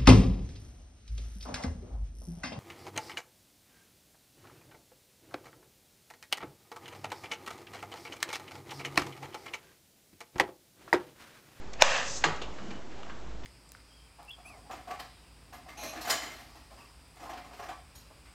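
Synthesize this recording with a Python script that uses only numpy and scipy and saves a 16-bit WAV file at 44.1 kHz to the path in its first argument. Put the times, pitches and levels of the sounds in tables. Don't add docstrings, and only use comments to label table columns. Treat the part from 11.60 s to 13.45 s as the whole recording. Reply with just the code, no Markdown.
import sys
import numpy as np
from scipy import signal
from scipy.fft import rfft, irfft
from scipy.io import wavfile
from scipy.ndimage import uniform_filter1d

SR = 44100
rng = np.random.default_rng(int(sys.argv[2]) if len(sys.argv) > 2 else 0)


def boost(x):
    u = np.asarray(x, float) / 20
    return 10 ** u


def digitize_waveform(pressure):
    field = np.atleast_2d(pressure).T
    bounded = np.clip(field, -1, 1)
    quanta = np.round(bounded * 32767).astype(np.int16)
    wavfile.write(sys.argv[1], SR, quanta)


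N = 81585
TIME = np.arange(N) / SR


def unit(x):
    return x / np.sqrt(np.mean(x ** 2) + 1e-30)


def band(x, hz, width_hz):
    return signal.lfilter(*signal.iirpeak(min(hz, .45 * SR), hz / max(width_hz, 1), fs=SR), x)


def body(x, modes, flip=-1):
    return sum(flip ** k * boost(db) * band(x, hz, width) for k, (hz, width, db) in enumerate(modes))


def sos_filter(x, order, hz, kind, run=signal.sosfilt):
    return run(signal.butter(order, hz, kind, fs=SR, output="sos"), x)


def slim_lever(x):
    return sos_filter(x, 4, 469, "high")


def curve(table, column):
    table = np.array(table)
    return np.interp(TIME, table[:, 0], table[:, column])


def walk(rate_hz):
    hold = int(SR / rate_hz)
    steps = np.repeat(rng.standard_normal(N // hold + 1), hold)
    return unit(uniform_filter1d(steps, hold)[:N])


def uneven(spread_db):
    return rng.standard_normal(N) * boost(spread_db * rng.exponential(size=N))


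def gate(start_s, length_s, rise_s):
    t = np.maximum(TIME - start_s, 0)
    return (1 - np.exp(-t / rise_s)) * np.exp(-t / length_s)


def hump(start_s, length_s):
    return np.sin(np.pi * np.clip((TIME - start_s) / length_s, 0, 1)) ** .5


def tinted(tone, flicker_db, rate_hz):
    tone = np.array(tone)
    f = np.fft.rfftfreq(N, 1 / SR) + 1
    level = boost(np.interp(np.log(f), np.log(tone[:, 0]), tone[:, 1]))
    out = 0
    for hz in 25 * 2 ** (np.arange(18) / 2):
        shape = np.clip(1 - 2 * np.abs(np.log2(f / hz)), 0, 1) ** .5 * level
        noise = irfft(rfft(rng.standard_normal(N)) * shape, N)
        out = out + noise * boost(flicker_db * min(1, 1500 / hz) * walk(rate_hz))
    return unit(out)


def knock(blows, modes, direct_db):
    push = 0
    for k, (start_s, db, push_ms) in enumerate(blows):
        ms = max(push_ms, .08)
        phase = np.clip((TIME - start_s) / (ms / 1000), 0, 1)
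        push = push - (-1) ** k * boost(db) * np.sin(np.pi * phase) / ms
    ring = slim_lever(body(push, modes) + boost(direct_db) * band(push, 2660, 4700))
    return ring / np.abs(ring).max() * boost(max(blow[1] for blow in blows))


# start_s, level_db, push_ms
LATCH_BLOWS = [
    (.2209, 6, 0.29),
    (.2214, -21, 1),
    (.2221, 6, 0.2),
    (.2225, 0.5, 0.11),
    (.2227, 2, 0.097),
    (.2236, -3, 0.5),
]
# mode_hz, width_hz, level_db
LATCH_MODES = [(610, 158, 8), (1054, 390, -1.5), (1530, 89, -8.5), (1760, 410, -13.5), (2610, 460, -0.5),
               (3450, 790, -8), (3700, 800, -3.5), (5000, 260, -13), (5550, 220, 8), (6250, 950, 1.5),
               (10500, 2000, -39), (13500, 720, -35)]


def latch():
    return knock(LATCH_BLOWS, LATCH_MODES, -9)


# start_s, level_db, push_ms
STOP_BLOWS = [
    (.6390, -18, .25),
    (.6398, -9, .3),
    (.6404, -9, .3),
    (.6412, -8, .3),
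    (.644, -19, .25),
    (.646, -17, .2),
    (.6476, -18, .3),
    (.6496, -18, .2),
    (.6537, -17, .4),
    (.6838, -20, .6),
]
# mode_hz, width_hz, level_db
STOP_MODES = [(501, 67, -1.5), (675, 140, -1), (914, 360, 3.5), (1130, 240, 6), (1653, 140, 10.5),
              (2160, 950, 0), (2630, 250, 1), (2735, 160, 2), (3470, 250, 5), (4200, 400, 4),
              (5300, 390, -23.5), (5740, 240, -28), (6230, 430, -22), (7500, 690, -26)]


def stop():
    return knock(STOP_BLOWS, STOP_MODES, -33)


def rattle():
    length_s = .012
    shake = uneven(2.0) * gate(STOP_BLOWS[0][0] - .001, length_s, .002)
    wide_modes = [(hz, 2 * width, db) for hz, width, db in STOP_MODES]
    ring = unit(body(shake, wide_modes, flip=0.66)) + boost(-11.0) * unit(band(shake, 1850, 4500))
    return boost(-27) * ring * np.sqrt(length_s * SR / N)


# time_s, scrape_db, air_db
STROKE = [
    (.185, -50.5, -113),
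    (.215, -29, -29),
    (.236, -29.5, -36.5),
    (.372, -28.5, -39.5),
    (.43, -36.5, -44.5),
    (.5, -43.5, -41.5),
    (.57, -52.5, -37.5),
    (.6, -60, -47),
    (.632, -37, -48),
]
# mode_hz, width_hz, level_db
TUBE_MODES = [(540.5, 73, 6), (783, 250, -0.5), (1060, 240, -4.5), (1184, 420, -4), (1770, 360, 1),
              (2154, 240, -8), (2600, 210, 0), (2764, 260, -4), (3250, 550, -7), (4000, 1600, -13),
              (4960, 180, -8.5), (5500, 730, -42), (7200, 400, -31)]
# mode_hz, width_hz, level_db
AIR_MODES = [(5970, 250, 0), (6300, 300, -17), (5380, 2230, 8.5), (7160, 4240, 6.5), (4080, 1100, -8)]


def stroke():
    moving = curve([(.17, 0), (.19, 1), (.62, 1), (.64, 0)], 1)
    slips_per_s, scatter_db = 6000, 2.0
    scrape, shared_db = 0, walk(202.4)
    for hz, width, db in TUBE_MODES:
        slips = (rng.random(N) < slips_per_s / SR) * uneven(scatter_db)
        scrape = scrape + boost(db + shared_db) * band(band(slips, hz, width), hz, 3 * width)
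    scrape = unit(slim_lever(scrape)) * boost(curve(STROKE, 1))
    air = unit(body(rng.standard_normal(N), AIR_MODES)) * boost(walk(75.6))
    return moving * (scrape + air * boost(curve(STROKE, 2)))


def squeak():
    return boost(-24) * gate(.2105, .006, 0.00073) * np.sin(2 * np.pi * 5150 * TIME)


def stock_hum():
    return boost(-37) * hump(.652, .085) * np.sin(2 * np.pi * 156 * TIME + 0.41 * walk(569 / 3.6474358974))


def hinge():
    whisper = unit(band(rng.standard_normal(N), 2960, 90))
    return boost(-60.5 + 1.5 * walk(30.8)) * hump(.98, .24) * whisper


# start_s, level_db, pitch_hz, width_hz,
# length_ms
CLICKS = [(.121, -54, 705, 292, 120), (.1334, -41, 4700, 6000, 1.5), (.1362, -42, 4800, 4000, 2),
          (.1385, -43, 2300, 800, 1.9), (.202, -41, 1750, 1200, 7), (.64, -36, 2800, 500, 12),
          (.64, -39, 560, 200, 12), (.641, -34, 1670, 150, 14), (.642, -48, 250, 150, 20),
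          (.655, -48, 360, 120, 30), (.6835, -35, 900, 400, 5), (.684, -38, 446, 200, 12),
          (.705, -43, 1250, 500, 45), (.761, -50, 5650, 4000, 7.5), (.772, -43, 1000, 600, 5),
          (.8155, -42, 3000, 1200, 22), (.816, -40, 900, 700, 5), (.817, -41, 460, 250, 10),
          (.82, -47, 6000, 3500, 9), (.985, -46, 1300, 1100, 10), (1.0, -49, 185, 50, 25),
          (1.035, -49, 210, 50, 25), (1.035, -50, 350, 60, 20), (1.07, -46, 215, 45, 25),
          (1.105, -51, 340, 70, 20), (1.105, -51, 205, 60, 20), (1.106, -46, 1900, 1720, 11),
          (1.15, -53, 280, 150, 30), (1.225, -50, 375, 50, 20), (1.31, -60, 1963, 1200, 62),
          (1.371, -61, 2900, 1480, 43), (1.389, -52, 700, 600, 14), (1.4302, -48, 2700, 1400, 5),
          (1.4312, -44, 1060, 508, 4), (1.465, -50, 1100, 400, 3), (1.4968, -43, 1080, 345, 6),
          (1.4968, -44, 1550, 400, 3), (1.497, -55, 2900, 1500, 20), (1.503, -52, 1620, 150, 25),
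          (1.835, -51, 2500, 2000, 11)]


def clicks():
    out = 0
    for start_s, db, hz, width, ms in CLICKS:
        ticks = uneven(2.2)
        burst = (np.sign(ticks) + 0.24 * ticks) * gate(start_s, ms / 1000, 1 / 8000)
        ring = band(band(burst, hz, width), hz, 2 * width)
        out = out + boost(db) * unit(ring) * np.sqrt(ms / 1000 * SR / N)
    return boost(-0.44) * out


# time_s, level_db
SLEEVE_MOVES = [
    (0, -51),
    (.7, -50.5),
    (.9, -47.5),
    (1.12, -47.5),
    (1.25, -53.5),
    (1.36, -51),
    (1.5, -50),
    (1.62, -51.5),
    (1.85, -53.5),
]
# freq_hz, density_db_per_hz
SLEEVE_TONE = [(88, -36), (150, -5), (367, -8), (435, -9.5), (675, -6), (2980, -21.5), (7430, -28.5),
               (8500, -34), (11000, -85), (18700, -120)]


def sleeve():
    return tinted(SLEEVE_TONE, 1.6, 29.87) * boost(curve(SLEEVE_MOVES, 1))


def shed(x):
    t60_s, damp_hz, gap_s, wet_db = 0.41, 3440, 0.0012, -5
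    t = np.arange(SR // 2) / SR
    noise = rng.standard_normal(len(t))
    low = signal.lfilter(*signal.butter(1, damp_hz, fs=SR), noise)
    high = (noise - low) * 1000 ** (-t / (0.25 * t60_s))
    tail = (low + high) * 1000 ** (-t / t60_s) * (t > gap_s)
    return signal.fftconvolve(x, boost(wet_db) * tail / np.sqrt(np.sum(tail ** 2)))[:N]


# time_s, pitch_hz, level_db
DRONE = [(0.0, 50.6, -59), (0.06, 51.5, -53.5), (0.226, 50.3, -45.5), (0.252, 51.8, -70),
         (0.592, 50.33, -52), (0.752, 54.6, -46.5), (0.792, 51.6, -56), (0.89, 55, -43), (0.978, 55, -70),
         (1.164, 55.5, -59), (1.19, 53.1, -67.5), (1.73, 54.13, -44.5), (1.834, 57.1, -49.5),
         (1.85, 51.6, -42)]


def drone():
    turn = 2 * np.pi * np.cumsum(curve(DRONE, 1)) / SR
    return np.sqrt(2) * boost(curve(DRONE, 2)) * (np.sin(turn) + boost(-19) * np.sin(2 * turn))


# freq_hz, density_db_per_hz
SHED_TONE = [(12, -58), (20, -21), (59, -7), (83, -12.5), (200, -14.5), (377, -15), (711, -27.5),
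             (807, -26), (8500, -40), (11000, -76), (18700, -120)]


def shed_air():
    return boost(-50.5) * tinted(SHED_TONE, 1.2, 12.33)


def scene():
    snap, thud, shake, small, scrape = latch(), stop(), rattle(), clicks(), stroke()
    to_walls = boost(-15.0) * snap + boost(-9) * thud + boost(3.0) * shake + boost(-4.0) * small + boost(-7.5) * scrape
    rifle = snap + thud + shake + small + scrape + squeak() + stock_hum() + hinge()
    mono = rifle + shed(to_walls) + sleeve() + drone() + shed_air()
    return np.array([mono, mono])


def band_limit(x):
    return signal.sosfilt(signal.butter(12, 16100, fs=SR, output="sos"), x)


def record(dry):
    zero_phase = signal.sosfiltfilt
    dry = np.clip(dry, -.97, .86)
    cut = sos_filter(dry, 12, 8040, "low", zero_phase)

    effort = np.tanh(uniform_filter1d(np.abs(band(cut[0], 7800, 3000)), size=900, origin=100) / .003)
    hiss = effort * (rng.standard_normal(N) + boost(4) * rng.standard_normal((2, N)))
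    leak = boost(-77.5) * sos_filter(hiss, 3, [8930, 15600], "band")

    loud = uniform_filter1d(1. * (np.abs(dry) > .55), size=30) > 0
    crack = boost(-0.5) * sos_filter(dry * loud, 6, [9500, 14500], "band", zero_phase)

    treble = sos_filter(cut[0], 8, 8030, "high", zero_phase)
    loud_side = band(band(np.roll(cut[0] * loud[0], 5), 6000, 2500), 5500, 4000)
    side = boost(-3) * treble * walk(900) + boost(-9) * np.roll(crack[0], 9) + boost(-23.5) * loud_side
    side = side * np.array([[1], [-1]])

    late_s = np.maximum(np.arange(N) - np.argmax(np.abs(dry[0])), 0) / SR
    swing_hz, swing_width_hz = 3.9, 5
    swing = np.sin(2 * np.pi * swing_hz * late_s) * np.exp(-late_s * np.pi * swing_width_hz)
    return band_limit(cut + leak + crack + side + .015 + boost(-23.5) * swing)


dry = scene()
out = record(dry)
digitize_waveform(out)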